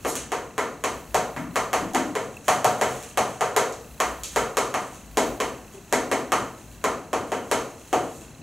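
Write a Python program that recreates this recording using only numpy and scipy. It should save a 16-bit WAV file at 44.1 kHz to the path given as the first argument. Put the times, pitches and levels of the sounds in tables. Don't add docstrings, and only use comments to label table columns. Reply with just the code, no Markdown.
import sys
import numpy as np
from scipy import signal
from scipy.fft import rfft, irfft
from scipy.io import wavfile
from scipy.ndimage import uniform_filter1d

SR = 44100
rng = np.random.default_rng(int(sys.argv[2]) if len(sys.argv) > 2 else 0)


def voltage_ratio(decibels):
    exponent = np.asarray(decibels, float) / 20
    return 10 ** exponent


def persist_wave(psi):
    counts = np.round(np.clip(psi, -1, 1) * 32767).astype(np.int16)
    wavfile.write(sys.argv[1], SR, np.atleast_2d(counts).T)


N = 371322


def evened(x):
    return x / np.sqrt(np.mean(x ** 2) + 1e-20)


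def read(points, hz):
    f, value = np.transpose(points)
    return np.interp(np.log(hz + 1), np.log(f + 1), value)


def peaks_db(hz, peaks):
    return sum(db / (1 + (2 * (hz - f) / width) ** 2) for f, width, db in peaks)


def causal(db_at, size=4096):
    hz = abs(np.fft.fftfreq(size, 1 / SR))
    log_gain = np.log(voltage_ratio(np.maximum(db_at(hz), -100)))
    return np.fft.ifft(np.exp(np.conj(signal.hilbert(log_gain)))).real[:size // 2]


def shaped(points):
    spectrum = rfft(rng.standard_normal(N))
    gain = voltage_ratio(read(points, np.fft.rfftfreq(N, 1 / SR)))
    return evened(irfft(spectrum * gain, N))


def add(mix, s, sound):
    part = mix[round(s * SR):][:len(sound)]
    part += sound[:len(part)]


# delay t/ms, level/dB
FIRST_ECHOES = [(.58, -4), (1.8, -6), (6.7, -8.5), (7.4, -6), (8.3, -8), (16.5, -11), (21.3, -11)]
# f/Hz, time to fall 60 dB t/s
ROOM_DECAY = [(150, 1), (400, 0.51), (1000, 0.48), (2800, 0.43), (7000, 0.37), (11000, 0.27),
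              (15000, 0.042)]


def room(x, wet_db, direct=0.83, build_ms=0.5):
    early = np.zeros(SR // 20)
    early[0] = direct
    for ms, db in FIRST_ECHOES:
        early[round(ms * SR / 1000)] = direct * voltage_ratio(db)
    out = signal.oaconvolve(x, early)[:N]
    turn = np.arange(N) / SR * 1.3 * np.pi
    slots = np.arange(0, SR - 12, 12)
    for k in range(3):
        echoes = np.zeros(SR)
        echoes[slots + rng.integers(0, 12, len(slots))] = rng.choice([-1., 1.], len(slots))
        hz, t, z = signal.stft(echoes, SR, nperseg=256)
        decay = voltage_ratio(-60 * t / read(ROOM_DECAY, hz)[:, None])
        tail = signal.istft(z * decay, SR, nperseg=256)[1]
        tail_ms = np.arange(len(tail)) * 1000 / SR
        tail = tail * (1 - np.exp(-(tail_ms / build_ms) ** 2))
        share = np.sqrt(2 / 3) * np.cos(turn + k * np.pi / 3)
        out = out + voltage_ratio(wet_db) * signal.fftconvolve(x * share, tail / np.linalg.norm(tail))[:N]
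    return out


def shakes():
    rest_db, shake_db, rise_s, t60_s = -53.5, -19.5, 0.037, 0.45
    out, t = np.full(N, voltage_ratio(rest_db)), np.arange(SR // 2) / SR
    for s, knock_db, *_ in UPPER_ROW + LOWER_ROW:
        fall = voltage_ratio(knock_db + shake_db - 60 * t / t60_s)
        add(out, s, fall * (1 - np.exp(-t / rise_s)))
    return out


# f/Hz, level/dB
AIR = [(20, -15), (45, -12), (70, -1), (130, -0.5), (270, -8), (400, -19), (600, -10), (1000, -14),
       (2000, -20.5), (4000, -27), (6500, -19.5), (10000, -29.5), (16000, -36)]
AIR_DB = -48.5


def wash():
    drone_db, drone_swell_db = -53.5, 6.5
    drone = shaped([(30, -40), (46, -12), (55, 0), (65, -10), (90, -40)])
    movement = shaped([(40, -57), (80, -2), (130, -3.5), (220, 2.5), (400, -5.5), (900, -35)])
    swell = evened(uniform_filter1d(rng.standard_normal(N), SR // 2))
    air = voltage_ratio(AIR_DB) * shaped(AIR)
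    return air + voltage_ratio(drone_db + drone_swell_db * swell) * drone + shakes() * movement


# f/Hz, peak level/dB, length t/s
BUZZ_TONES = [(2650, -50, .0022), (4050, -54, .0024), (8000, -62, .0015)]


def buzz():
    first_s, per_s = .003, 30000 / 1001
    out, t = np.zeros(N), np.arange(SR // 60) / SR
    for s in np.arange(first_s, N / SR, 1 / per_s):
        for hz, db, length in BUZZ_TONES:
            size_db = db + 2.0 * rng.standard_normal()
            burst = np.exp(-((t - .006) / length) ** 2)
            add(out, s, voltage_ratio(size_db) * burst * np.sin(2 * np.pi * hz * t))
    return out


# t/s, f/Hz, level/dB
CHIRP = (2.363, 2640, -33)


def squeak():
    out, t = np.zeros(N), np.arange(SR // 30) / SR
    s, hz, db = CHIRP
    chirp = np.exp(-((t - .008) / 0.0028) ** 2) * np.sin(2 * np.pi * hz * t)
    tick = np.exp(-((t - .006) / .0015) ** 2) * rng.standard_normal(len(t))
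    add(out, s, voltage_ratio(db) * (chirp + 0.37 * tick))
    return out


# t/s, level/dB, f/Hz
SOFT_BUMPS = [(1.371, -31, 173), (1.5, -50, 108), (1.375, -30, 257), (1.47, -40, 272), (1.47, -45, 178),
              (1.81, -31, 188), (1.819, -30, 297), (1.956, -28, 250), (2.06, -29.5, 297), (5.738, -41, 390),
              (8.299, -47, 156.5), (8.41, -37, 298)]


def bumps():
    out, t = np.zeros(N), np.arange(SR // 4) / SR
    for s, db, hz in SOFT_BUMPS:
        fuzz = 1 + .9 * evened(uniform_filter1d(rng.standard_normal(len(t)), 350))
        swell = voltage_ratio(db - 60 * t / 0.17) * (1 - np.exp(-t / 0.018))
        add(out, s, swell * fuzz * np.sin(2 * np.pi * hz * t))
    return out


# t/s, rise t/s, 60 dB fall t/s, level/dB
TIP_FLICKS = [
    (0.046, 0.04, 0.16, -38),
    (8.05, 0.1, 0.33, -57.5),
]
# f/Hz, level/dB
DUST_HISS = [(1500, -53), (3500, -8.5), (6500, 3), (8500, 0), (9500, -7), (12000, -2), (15500, -18)]


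def flicks():
    out, t, hiss = np.zeros(N), np.arange(SR // 3) / SR, shaped(DUST_HISS)
    for s, rise, t60, db in TIP_FLICKS:
        swell = np.minimum(t / rise, 1) * voltage_ratio(db - 60 * np.maximum(t - rise, 0) / t60)
        add(out, s, swell * hiss[round(s * SR):][:len(t)])
    return out


# start t/s, length t/s, hiss level/dB
CHALK_STROKES = [(0.0, 0.23, -44.5), (.33, 0.14, -64), (1.22, 0.21, -76), (1.737, 1, -54.5),
                 (2.443, 0.16, -44), (2.678, 0.48, -45), (3.166, 0.36, -52), (4.0, 0.14, -59),
                 (4.27, 0.18, -45), (4.694, 0.38, -50.5), (5.3, 0.75, -60.5), (6.0, 0.22, -64),
                 (6.35, 0.52, -60), (7.198, 0.94, -55), (7.894, 0.42, -53.5)]


def strokes():
    lifted_db, roundness = -69.5, 0.65
    out = np.full(N, voltage_ratio(lifted_db))
    for s, length, db in CHALK_STROKES:
        arch = abs(np.sin(np.pi * np.arange(0, length, 1 / SR) / length))
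        add(out, s, voltage_ratio(db) * arch ** roundness)
    return out


# f/Hz, level/dB
SLIDE = [(200, -25), (600, -8.5), (1500, -6), (3000, -5), (4500, -9), (6500, 1), (9000, -5), (12000, -12.5),
         (16000, -11)]


def scrape():
    grains_per_s = 6000
    sizes = rng.standard_normal(N) * voltage_ratio(4.53 * rng.exponential(1, N))
    grains = sizes * (rng.random(N) < grains_per_s / SR)
    flutter_db = 3.6 * evened(uniform_filter1d(rng.standard_normal(N), 700))
    coloured = signal.oaconvolve(grains * voltage_ratio(flutter_db), causal(lambda hz: read(SLIDE, hz)))[:N]
    return voltage_ratio(-6.5) * strokes() * evened(coloured)


# f/Hz, width f/Hz, level/dB
PANEL_MODES = [(259, 38, 5.5), (457.5, 11, 10), (657, 39, 4), (730, 20, 6), (1041, 34, 2), (1295, 330, 6),
               (1940, 600, 1.5), (3035, 360, 5.5)]


def knock(db, thud_db, low_db, upper_db):
    regions = [(110, thud_db - 44.0), (230, thud_db + 1), (350, thud_db + 7.5),
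               (410, low_db + 9.0), (530, low_db + 11.0), (580, db + 0.5), (850, db - 4.5),
               (950, upper_db + 2), (1400, upper_db - 6.5), (2100, upper_db - 7.0),
               (3300, upper_db - 18), (5000, upper_db - 39)]
    spot_db = 1.8 * rng.standard_normal(len(PANEL_MODES))
    modes = [(hz, width, peak_db + chance)
             for (hz, width, peak_db), chance in zip(PANEL_MODES, spot_db)]
    return causal(lambda hz: read(regions, hz) + peaks_db(hz, modes))


# t/s, knock level/dB, tick level/dB, low ring level/dB, thud level/dB
UPPER_ROW = [(0.049, -19.5, -33.5, -27.5, -26), (0.319, -20.5, -30, -28, -31),
             (0.58, -18.5, -29, -28.5, -29), (0.839, -19.5, -25.5, -28.5, -30.5),
             (1.145, -11.5, -23.5, -25.5, -30), (1.364, -27, -39.5, -47, -31),
             (1.558, -17, -25, -28.5, -36), (1.731, -15.5, -24.5, -26.5, -32.5),
             (1.948, -12.5, -25.5, -29.5, -20), (2.153, -21, -31, -26.5, -40),
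             (2.482, -10, -21, -27, -29.5), (2.645, -9, -22.5, -25, -34), (2.813, -12, -25, -26, -30),
             (3.174, -11, -23, -25.5, -30.5), (3.409, -15, -27.5, -25, -40), (3.564, -13, -20.5, -21, -29),
             (4.002, -17, -24, -28, -31.5), (4.361, -14.5, -24.5, -24, -31.5), (4.57, -16, -22, -24, -29),
             (4.741, -17.5, -29, -33.5, -35)]
LOWER_ROW = [(5.172, -11, -21.5, -23, -20), (5.402, -19.5, -27, -26.5, -29.5),
             (5.926, -13, -22, -24.5, -22.5), (6.115, -15.5, -26, -25.5, -23.5),
             (6.32, -14.5, -24, -26.5, -25), (6.841, -15.5, -26.5, -26.5, -26.5),
             (7.131, -16, -30, -26.5, -25.5), (7.319, -18, -33.5, -28, -28),
             (7.514, -14, -23, -25.5, -25.5), (7.929, -12, -28, -23, -20.5)]
LIGHT_TOUCHES = [
    (1.935, -23, -37, -59, -48),
    (3.724, -50, -38, -53, -57),
    (4.235, -58, -26.5, -52, -48),
]


def landings():
    ring_db, ring_per_tick, usual_tick_db, touch_db = -19, 0.64, -24, -27
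    full = []
    for rows, light_db in [(UPPER_ROW + LOWER_ROW, 0), (LIGHT_TOUCHES, touch_db)]:
        for s, db, tick_db, low_db, thud_db in rows:
            upper_db = ring_db + light_db + ring_per_tick * (tick_db - usual_tick_db)
            full.append((s, db, tick_db, thud_db, low_db, upper_db))
    return full


# f/Hz, level/dB
TIP_TICK = [(900, -69), (2200, -5), (3300, -2), (4500, 1), (6500, 5), (8500, 0), (12000, -6.5), (14000, -3),
            (16000, -23)]


def chalk_taps():
    ticks, crumbs, panel = np.zeros(N), np.zeros(N), np.zeros(N)
    t = np.arange(SR // 3) / SR
    hiss = shaped(DUST_HISS)
    for s, db, tick_db, thud_db, low_db, upper_db in landings():
        dull_db = .5 * (tick_db + 12)
        tick = causal(lambda hz: read(TIP_TICK, hz) + dull_db * np.log2(np.maximum(hz / 7000, 1)))
        dust = hiss[round(s * SR):][:len(t)]
        add(ticks, s, voltage_ratio(tick_db + 20.5) * tick)
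        add(crumbs, s, voltage_ratio(tick_db - 1 - 60 * t / .016) * dust)
        add(ticks, s, voltage_ratio(tick_db - 25.0 - 60 * t / 0.48) * dust)
        blow = voltage_ratio(29.0) * knock(db, thud_db, low_db, upper_db)
        add(panel, s, blow)
        add(panel, s - .005, voltage_ratio(-25.5) * blow)
        boom = voltage_ratio(db - 37 - 60 * t / 0.23) * (1 - np.exp(-t / 0.015))
        add(panel, s, boom * np.sin(2 * np.pi * 128 * t))
    return ticks, crumbs, panel


# f/Hz, level/dB
UNSHARED = [(60, -67), (300, -29), (1000, -37), (3000, -62), (5000, -1.5), (8000, -22), (15000, -18)]


def scene():
    ticks, crumbs, panel = chalk_taps()
    thumps = bumps()
    ticks = ticks + scrape() + flicks()
    panel = panel + voltage_ratio(-6) * thumps
    heard = room(ticks, 7.0, direct=1., build_ms=5.5) + crumbs + room(panel, 9.0, direct=1., build_ms=2.5)
    shared = heard + voltage_ratio(3.5) * thumps + squeak() + wash() + buzz()
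    apart = room(ticks + panel, 7.4, direct=0) + voltage_ratio(AIR_DB + 2) * shaped(AIR)
    apart = signal.oaconvolve(apart, causal(lambda hz: read(UNSHARED, hz)))[:N]
    return np.array([shared + apart, shared - apart])


def band_limit(x):
    return signal.sosfilt(signal.butter(12, 16820, fs=SR, output="sos"), x)


# f/Hz, width f/Hz, level/dB
HOUSING_DIPS = [(3505, 114, -4.5), (5140, 730, -9.5)]
# f/Hz, left minus right level/dB
PORT_BALANCE = [(60, 3), (99, 0), (160, 4), (270, 3), (450, 2.0), (740, 1), (1220, 0.0), (2010, 0),
                (3330, -4), (5500, 1), (9080, -1.5), (15000, -1)]


def record(dry):
    edge_hz = 15780

    def colour(hz, side):
        top_edge = -32 * np.clip((hz - edge_hz) / 60, 0, 1)
        return peaks_db(hz, HOUSING_DIPS) + top_edge + side * read(PORT_BALANCE, hz) / 2

    ports = np.array([causal(lambda hz: colour(hz, side)) for side in (1, -1)])
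    mix = signal.oaconvolve(dry, ports, axes=1)[:, :N]
    return band_limit(mix)


dry = scene()
out = record(dry)
persist_wave(out)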